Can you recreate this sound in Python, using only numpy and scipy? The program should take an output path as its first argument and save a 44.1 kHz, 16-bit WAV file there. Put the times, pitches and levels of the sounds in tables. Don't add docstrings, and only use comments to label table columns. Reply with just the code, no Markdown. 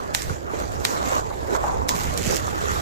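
import sys
import numpy as np
from scipy import signal
from scipy.fft import rfft, irfft
from scipy.io import wavfile
from scipy.ndimage import map_coordinates

SR = 44100
rng = np.random.default_rng(int(sys.argv[2]) if len(sys.argv) > 2 else 0)


def generate_wav(signal):
    frames = np.transpose(np.atleast_2d(signal))
    scaled = np.clip(frames, -1, 1) * 32767
    pcm = np.round(scaled).astype(np.int16)
    wavfile.write(sys.argv[1], SR, pcm)


N = 123921
TIME = np.arange(N) / SR
FFT_SIZE = 2 ** 17
HZ = np.maximum(np.arange(FFT_SIZE // 2 + 1) * SR / FFT_SIZE, 1)
GRIT_LAG_S = 0.000311

# (frequency [Hz], relative level [dB])
SHAVING_SPECTRUM = [(400, -41.5), (1100, -5), (1900, 6.5), (2900, -1.5), (4000, -0.5), (4700, -3),
                    (5900, -1), (7300, 1.5), (8700, -10.5), (10300, -12), (11700, -10.5), (14000, -10.5),
                    (16000, -22)]


def from_db(db):
    return 10 ** (np.asarray(db) / 20)


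def unit_power(x):
    return x / np.sqrt(np.mean(x ** 2) + 1e-20)


def in_time(rows):
    times, *columns = np.transpose(rows)
    return [from_db(np.interp(TIME, times, db)) for db in columns]


def per_hz(points):
    hz, db = np.transpose(points)
    return np.interp(np.log(HZ), np.log(hz), db)


def colour(x, db, lag_s=0, sweep_s=0):
    cepstrum = irfft(np.log(from_db(db)))
    cepstrum[1:FFT_SIZE // 2] *= 2
    cepstrum[FFT_SIZE // 2 + 1:] = 0
    turns = HZ * lag_s + 2 * sweep_s * np.sqrt(1000 * HZ)
    return irfft(rfft(x, FFT_SIZE) * np.exp(rfft(cepstrum) - 2j * np.pi * turns))[..., :N]


def high_pass(x, hz, order):
    return signal.sosfilt(signal.butter(order, hz, "high", fs=SR, output="sos"), x)


def ports(pair, db=0, left_lag_s=0):
    # (frequency [Hz], level [dB])
    right_bias = [(50, 1.5), (120, 11), (250, 5.5), (600, 5.5), (1200, 1.5), (2300, 1), (4200, 8),
                  (8000, 10), (15000, 8.5)]
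    bias = per_hz(right_bias) / 2
    return np.array([colour(pair[0], db - bias, left_lag_s), colour(pair[1], db + bias)])


def wander(x, depth_db, low_hz, high_hz, bands):
    shifts_per_s = 30
    spectrum, out = rfft(x, FFT_SIZE), 0
    place = np.interp(np.log(HZ), np.log([low_hz, high_hz]), [0, bands - 1])
    for k, drift in enumerate(rng.standard_normal((bands, 400))):
        gain = from_db(depth_db * np.interp(TIME * shifts_per_s, np.arange(len(drift)), drift))
        band = irfft(spectrum * np.maximum(1 - np.abs(place - k), 0))[:, :N]
        out += gain * band
    return unit_power(out)


def click(at):
    return 1.0 * (np.arange(N) == int(at * SR))


def fade(at, decay_s):
    return (TIME >= at) * np.exp(-np.clip((TIME - at) / decay_s, 0, 50))


def tails(clicks, decay_s):
    return signal.lfilter([1], [1, -np.exp(-1 / (decay_s * SR))], clicks + 1e-18)


def contacts(per_s, spread_db):
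    hits = rng.random(N) < per_s / SR
    return hits * from_db(spread_db * np.minimum(rng.exponential(1, N), 4))


def grit(per_s, spread_db, share):
    power = tails(contacts(per_s, spread_db) ** 2, decay_s=0.0015)
    likeness = 0.077
    common = np.sqrt(likeness) * rng.standard_normal(N)
    separate = np.sqrt(1 - likeness) * rng.standard_normal((2, N))
    return np.sqrt(1 - share + share * power / power.mean()) * (common + separate)


def shaken_sheet(spectrum, likeness):
    bumps = unit_power(contacts(per_s=1000, spread_db=3.5) * rng.choice([-1, 1], N))
    opposed = np.sqrt(likeness) * bumps * [[-1], [1]]
    separate = np.sqrt(1 - likeness) * rng.standard_normal((2, N))
    shaking = ports(opposed + separate, per_hz(spectrum))
    return wander(shaking, depth_db=3.5, low_hz=203, high_hz=2150, bands=14)


def rumble():
    # (frequency [Hz], relative level [dB])
    spectrum = [(60, -21), (150, -9), (260, -4.5), (400, 0), (600, -3), (800, -6.5), (1100, -15.5),
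                (1600, -11.5), (2600, -34), (6000, -73)]
    return shaken_sheet(spectrum, likeness=0.68)


def hollow_ring():
    # (frequency [Hz], relative level [dB])
    spectrum = [(400, -26.5), (750, -2), (950, -1), (1100, 2.5), (1300, 0), (1550, -7), (1900, -21.5),
                (2800, -19), (6000, -51)]
    # (time [s], centre [Hz])
    ring_pitch = [(0.0, 1098), (0.32, 1165), (0.6, 1082), (1.13, 1167), (1.3, 884), (1.55, 1021),
                  (1.72, 897), (2.05, 1150), (2.75, 1296)]
    unshifted_hz = 1150
    position = np.cumsum(np.interp(TIME, *np.transpose(ring_pitch)) / unshifted_hz)
    ring = shaken_sheet(spectrum, likeness=0.93)
    return np.array([map_coordinates(port, [position], order=3, mode="mirror") for port in ring])


def edge_hiss():
    shavings = grit(per_s=1300, spread_db=3.2, share=0.66)
    hiss = ports(shavings, per_hz(SHAVING_SPECTRUM), GRIT_LAG_S)
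    return wander(hiss, depth_db=3, low_hz=1760, high_hz=14100, bands=20)


def wind():
    # (time [s], relative level [dB])
    gusts = [(0.0, -38), (0.23, -36.5), (0.3, -26), (0.37, -38.5), (0.74, -32.5), (0.93, -37.5),
             (1.04, -34.5), (1.11, -37), (1.18, -33), (1.26, -36.5), (1.6, -34.5), (1.82, -29), (1.88, -36),
             (2.09, -26), (2.16, -32), (2.27, -27.5), (2.37, -32.5), (2.47, -32.5), (2.66, -36.5),
             (2.72, -28.5), (2.81, -36.5)]
    # (frequency [Hz], relative level [dB])
    spectrum = [(15, -9), (32, -12), (48, -1), (72, -0.5), (100, -5.5), (160, -12.5), (300, -18),
                (1000, -71.5)]
    strength, = in_time(gusts)
    turbulence = ports(rng.standard_normal((2, N)), per_hz(spectrum))
    return from_db(1.5) * strength * wander(turbulence, depth_db=1, low_hz=80, high_hz=216, bands=3)


def cracks():
    # (time [s], relative snap level [dB], splinter level [dB],
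    # snap's low edge [Hz], snap's extra level on the right [dB])
    breaks = [(0.1442, -11, -43, 2520, 0), (0.1482, 3.5, -27, 447, -2), (0.2205, -13.5, -42, 1500, 3.5),
              (0.8006, -27, -40.5, 4000, 4.5), (0.8507, 6, -26.5, 361.4, -4.5),
              (1.1653, -17.5, -57, 1500, -10), (1.8861, -11, -41.5, 3000, 4), (1.891, -1.5, -27.5, 766, 1),
              (1.955, -18, -32, 2997, 1), (2.1395, -21, -52, 5000, 8), (2.1757, -12, -32, 3600, 8.5),
              (2.3672, -17, -46, 5000, 13), (2.4703, -19.5, -39, 4956, 3)]
    # (frequency [Hz], gain [dB])
    left_spectrum = [(80, -40), (250, -29), (700, -5), (1200, 4.5), (1750, 4), (2600, -0.5), (4000, 4),
                     (7000, -22), (9500, -14), (15000, -26)]
    right_spectrum = [(80, -23), (250, -12), (600, -3), (1100, -1.5), (1700, 3), (2700, -2), (4100, 1),
                      (5200, 2.5), (7000, 2.5), (10000, -3.5), (15000, -11)]
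    sweep_s, spray_rise_s, spray_decay_s = 0.000733, 0.0056, 0.046
    snaps, spray = np.zeros((2, N)), 0
    crunch = from_db(-23.5) * high_pass(rng.standard_normal((2, N)), hz=2010, order=1)
    for at, snap_db, splinter_db, low_hz, right_db in breaks:
        burst = click(at) + fade(at, decay_s=0.0036) * crunch
        port_gains = from_db(snap_db + 9.5 + np.array([[0], [right_db]]))
        snaps += port_gains * high_pass(burst, low_hz, order=2)
        falloff = np.maximum((at - TIME) / spray_rise_s, (TIME - at) / spray_decay_s)
        spray += from_db(splinter_db) * np.exp(-np.clip(falloff, 0, 50))
    left = colour(snaps[0], per_hz(left_spectrum), lag_s=0.000443, sweep_s=sweep_s)
    right = colour(snaps[1], per_hz(right_spectrum), sweep_s=sweep_s)
    brighter = per_hz(SHAVING_SPECTRUM) + 2 * np.log2(HZ)
    splinters = ports(grit(per_s=900, spread_db=2, share=0.45), brighter, GRIT_LAG_S)
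    splinters = wander(splinters, depth_db=3, low_hz=2040, high_hz=34000, bands=8)
    return np.array([left, right]) + spray * splinters


def sizzles():
    # (middle [s], half length [s], pitch [Hz], relative level [dB])
    resonances = [(.2, 0.044, 5300, -35.5), (0.35, 0.043, 7040, -43), (1.125, 0.13, 7320, -39),
                  (1.135, .07, 11700, -47), (1.547, 0.015, 4000, -38.5), (1.547, 0.012, 6500, -36),
                  (1.705, 0.076, 6800, -44), (2.012, .06, 13700, -41), (2.699, 0.14, 5620, -42),
                  (2.74, 0.084, 7450, -40.5)]
    width_hz, out = 260, 0
    for middle, half_length, hz, db in resonances:
        resonator = signal.iirpeak(hz, hz / width_hz, fs=SR)
        tone = unit_power(signal.lfilter(*resonator, rng.standard_normal((2, N))))
        swell = np.exp(-((TIME - middle) / half_length) ** 2)
        out += from_db(db) * swell * tone
    return ports(out, db=-6.5)


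def knocks():
    # (time [s], relative level [dB], pitch [Hz], scatter decay [s],
    # left gain [ratio, negative = opposite phase])
    blows = [(.296, -15, 1100, 0.01, -1.3), (0.291, -23.5, 133, 0.018, 0.62),
             (.533, -13.5, 443, 0.016, -0.25), (.535, -19, 905, 0.018, -1.3),
             (.611, -18, 462, 0.027, -0.36), (1.119, -8, 566.7, 0.011, -0.84),
             (1.305, -18.5, 780, 0.026, 0.67), (1.428, -18, 360, 0.0046, 0.14),
             (1.447, -21, 683, 0.014, 0.35), (1.534, -15.5, 408, 0.027, 0.53),
             (1.550, -6, 970, 0.015, -0.59), (1.639, -12.5, 864, .014, 1.73),
             (1.667, -17.5, 900, 0.078, 1.96), (1.929, -21, 171.2, 0.02, 0.64),
             (2.258, -17.5, 189.5, 0.018, 0.059), (2.326, -12, 960, 0.0066, -1.5),
             (2.479, -11.5, 946, 0.006, -0.67)]
    width_octaves, skirt_db = 0.67, 8.5
    out = np.zeros((2, N))
    for at, db, hz, decay_s, left_gain in blows:
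        scatter = from_db(-23.5) * fade(at, decay_s) * rng.standard_normal(N)
        octaves = np.log2(HZ / hz)
        peak_db = -20 * np.log10(1 + (octaves / width_octaves) ** 2) - skirt_db * octaves ** 2
        pulse = colour(click(at) + scatter, np.maximum(peak_db, -80), sweep_s=0.000657)
        out += from_db(db) * pulse / np.abs(pulse).max() * [[left_gain], [1]]
    return ports(out, db=-4, left_lag_s=0.0001)


def chatter():
    # (start [s], end [s], level [dB], slip rate [1/s])
    pushes = [(1.14, 1.202, -40.5, 90), (1.96, 2.054, -36.5, 110), (2.215, 2.382, -32, 160)]
    # (frequency [Hz], relative level [dB])
    spectrum = [(800, -36), (2700, 0), (3700, -10), (5300, -3), (7500, 0.5), (8800, -12), (13800, -11),
                (16000, -22)]
    jitter, spread_db, out = 0.25, 2.5, 0
    for start, end, db, rate in pushes:
        gap, size = rng.standard_normal((2, 60))
        times = start + np.cumsum(np.exp(jitter * gap)) / rate
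        inside = times < end
        slips = np.zeros(N)
        slips[(times[inside] * SR).astype(int)] = from_db(spread_db * size[inside])
        friction = rng.standard_normal(N) + rng.standard_normal((2, N))
        rasp = ports(tails(slips, decay_s=0.0007) * friction, per_hz(spectrum), GRIT_LAG_S)
        time_share = (end - start) * SR / N
        out += from_db(db) * np.sqrt(time_share) * unit_power(rasp)
    return out


def scene():
    # (time [s], rumble [dB], hollow ring [dB], edge hiss [dB])
    glide = [(0.0, -33.5, -29, -47), (0.13, -32, -31, -48.5), (0.25, -36.5, -34, -43),
             (0.32, -34, -29.5, -40), (0.39, -35.5, -37, -50), (0.49, -34, -30, -51.5),
             (0.54, -27, -32, -43), (0.62, -30.5, -22, -39.5), (0.68, -35, -36, -45),
             (0.75, -32, -29, -43.5), (0.83, -31, -31, -48), (0.92, -27.5, -26.5, -37.5),
             (1.02, -26.5, -22.5, -38), (1.12, -28.5, -18, -34), (1.19, -26.5, -19, -37.5),
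             (1.22, -33.5, -26.5, -45.5), (1.39, -36, -30.5, -45), (1.5, -26, -29, -43.5),
             (1.535, -25, -20.5, -36), (1.563, -25.5, -26, -36), (1.585, -30, -21, -47.5),
             (1.68, -30.5, -22, -41), (1.86, -32.5, -25, -51), (1.92, -28.5, -22.5, -54),
             (2.02, -31.5, -21.5, -35), (2.07, -34.5, -23.5, -37), (2.17, -29.5, -26.5, -38.5),
             (2.24, -27, -41, -32.5), (2.33, -24, -25.5, -30.5), (2.375, -28, -31, -32),
             (2.41, -33, -29, -39), (2.56, -30, -26, -40), (2.73, -30, -22.5, -34.5),
             (2.81, -32, -25.5, -38.5)]
    rumble_gain, ring_gain, hiss_gain = in_time(glide)
    blades = from_db(1) * rumble_gain * rumble()
    blades += from_db(-5) * ring_gain * hollow_ring()
    blades += from_db(1.5) * hiss_gain * edge_hiss()
    return blades + chatter() + sizzles() + knocks() + cracks() + wind()


def record(dry):
    rounded = dry / (1 + dry ** 4) ** .25
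    return signal.sosfilt(signal.ellip(10, .2, 80, 15500, fs=SR, output="sos"), rounded)


dry = scene()
out = record(dry)
generate_wav(out)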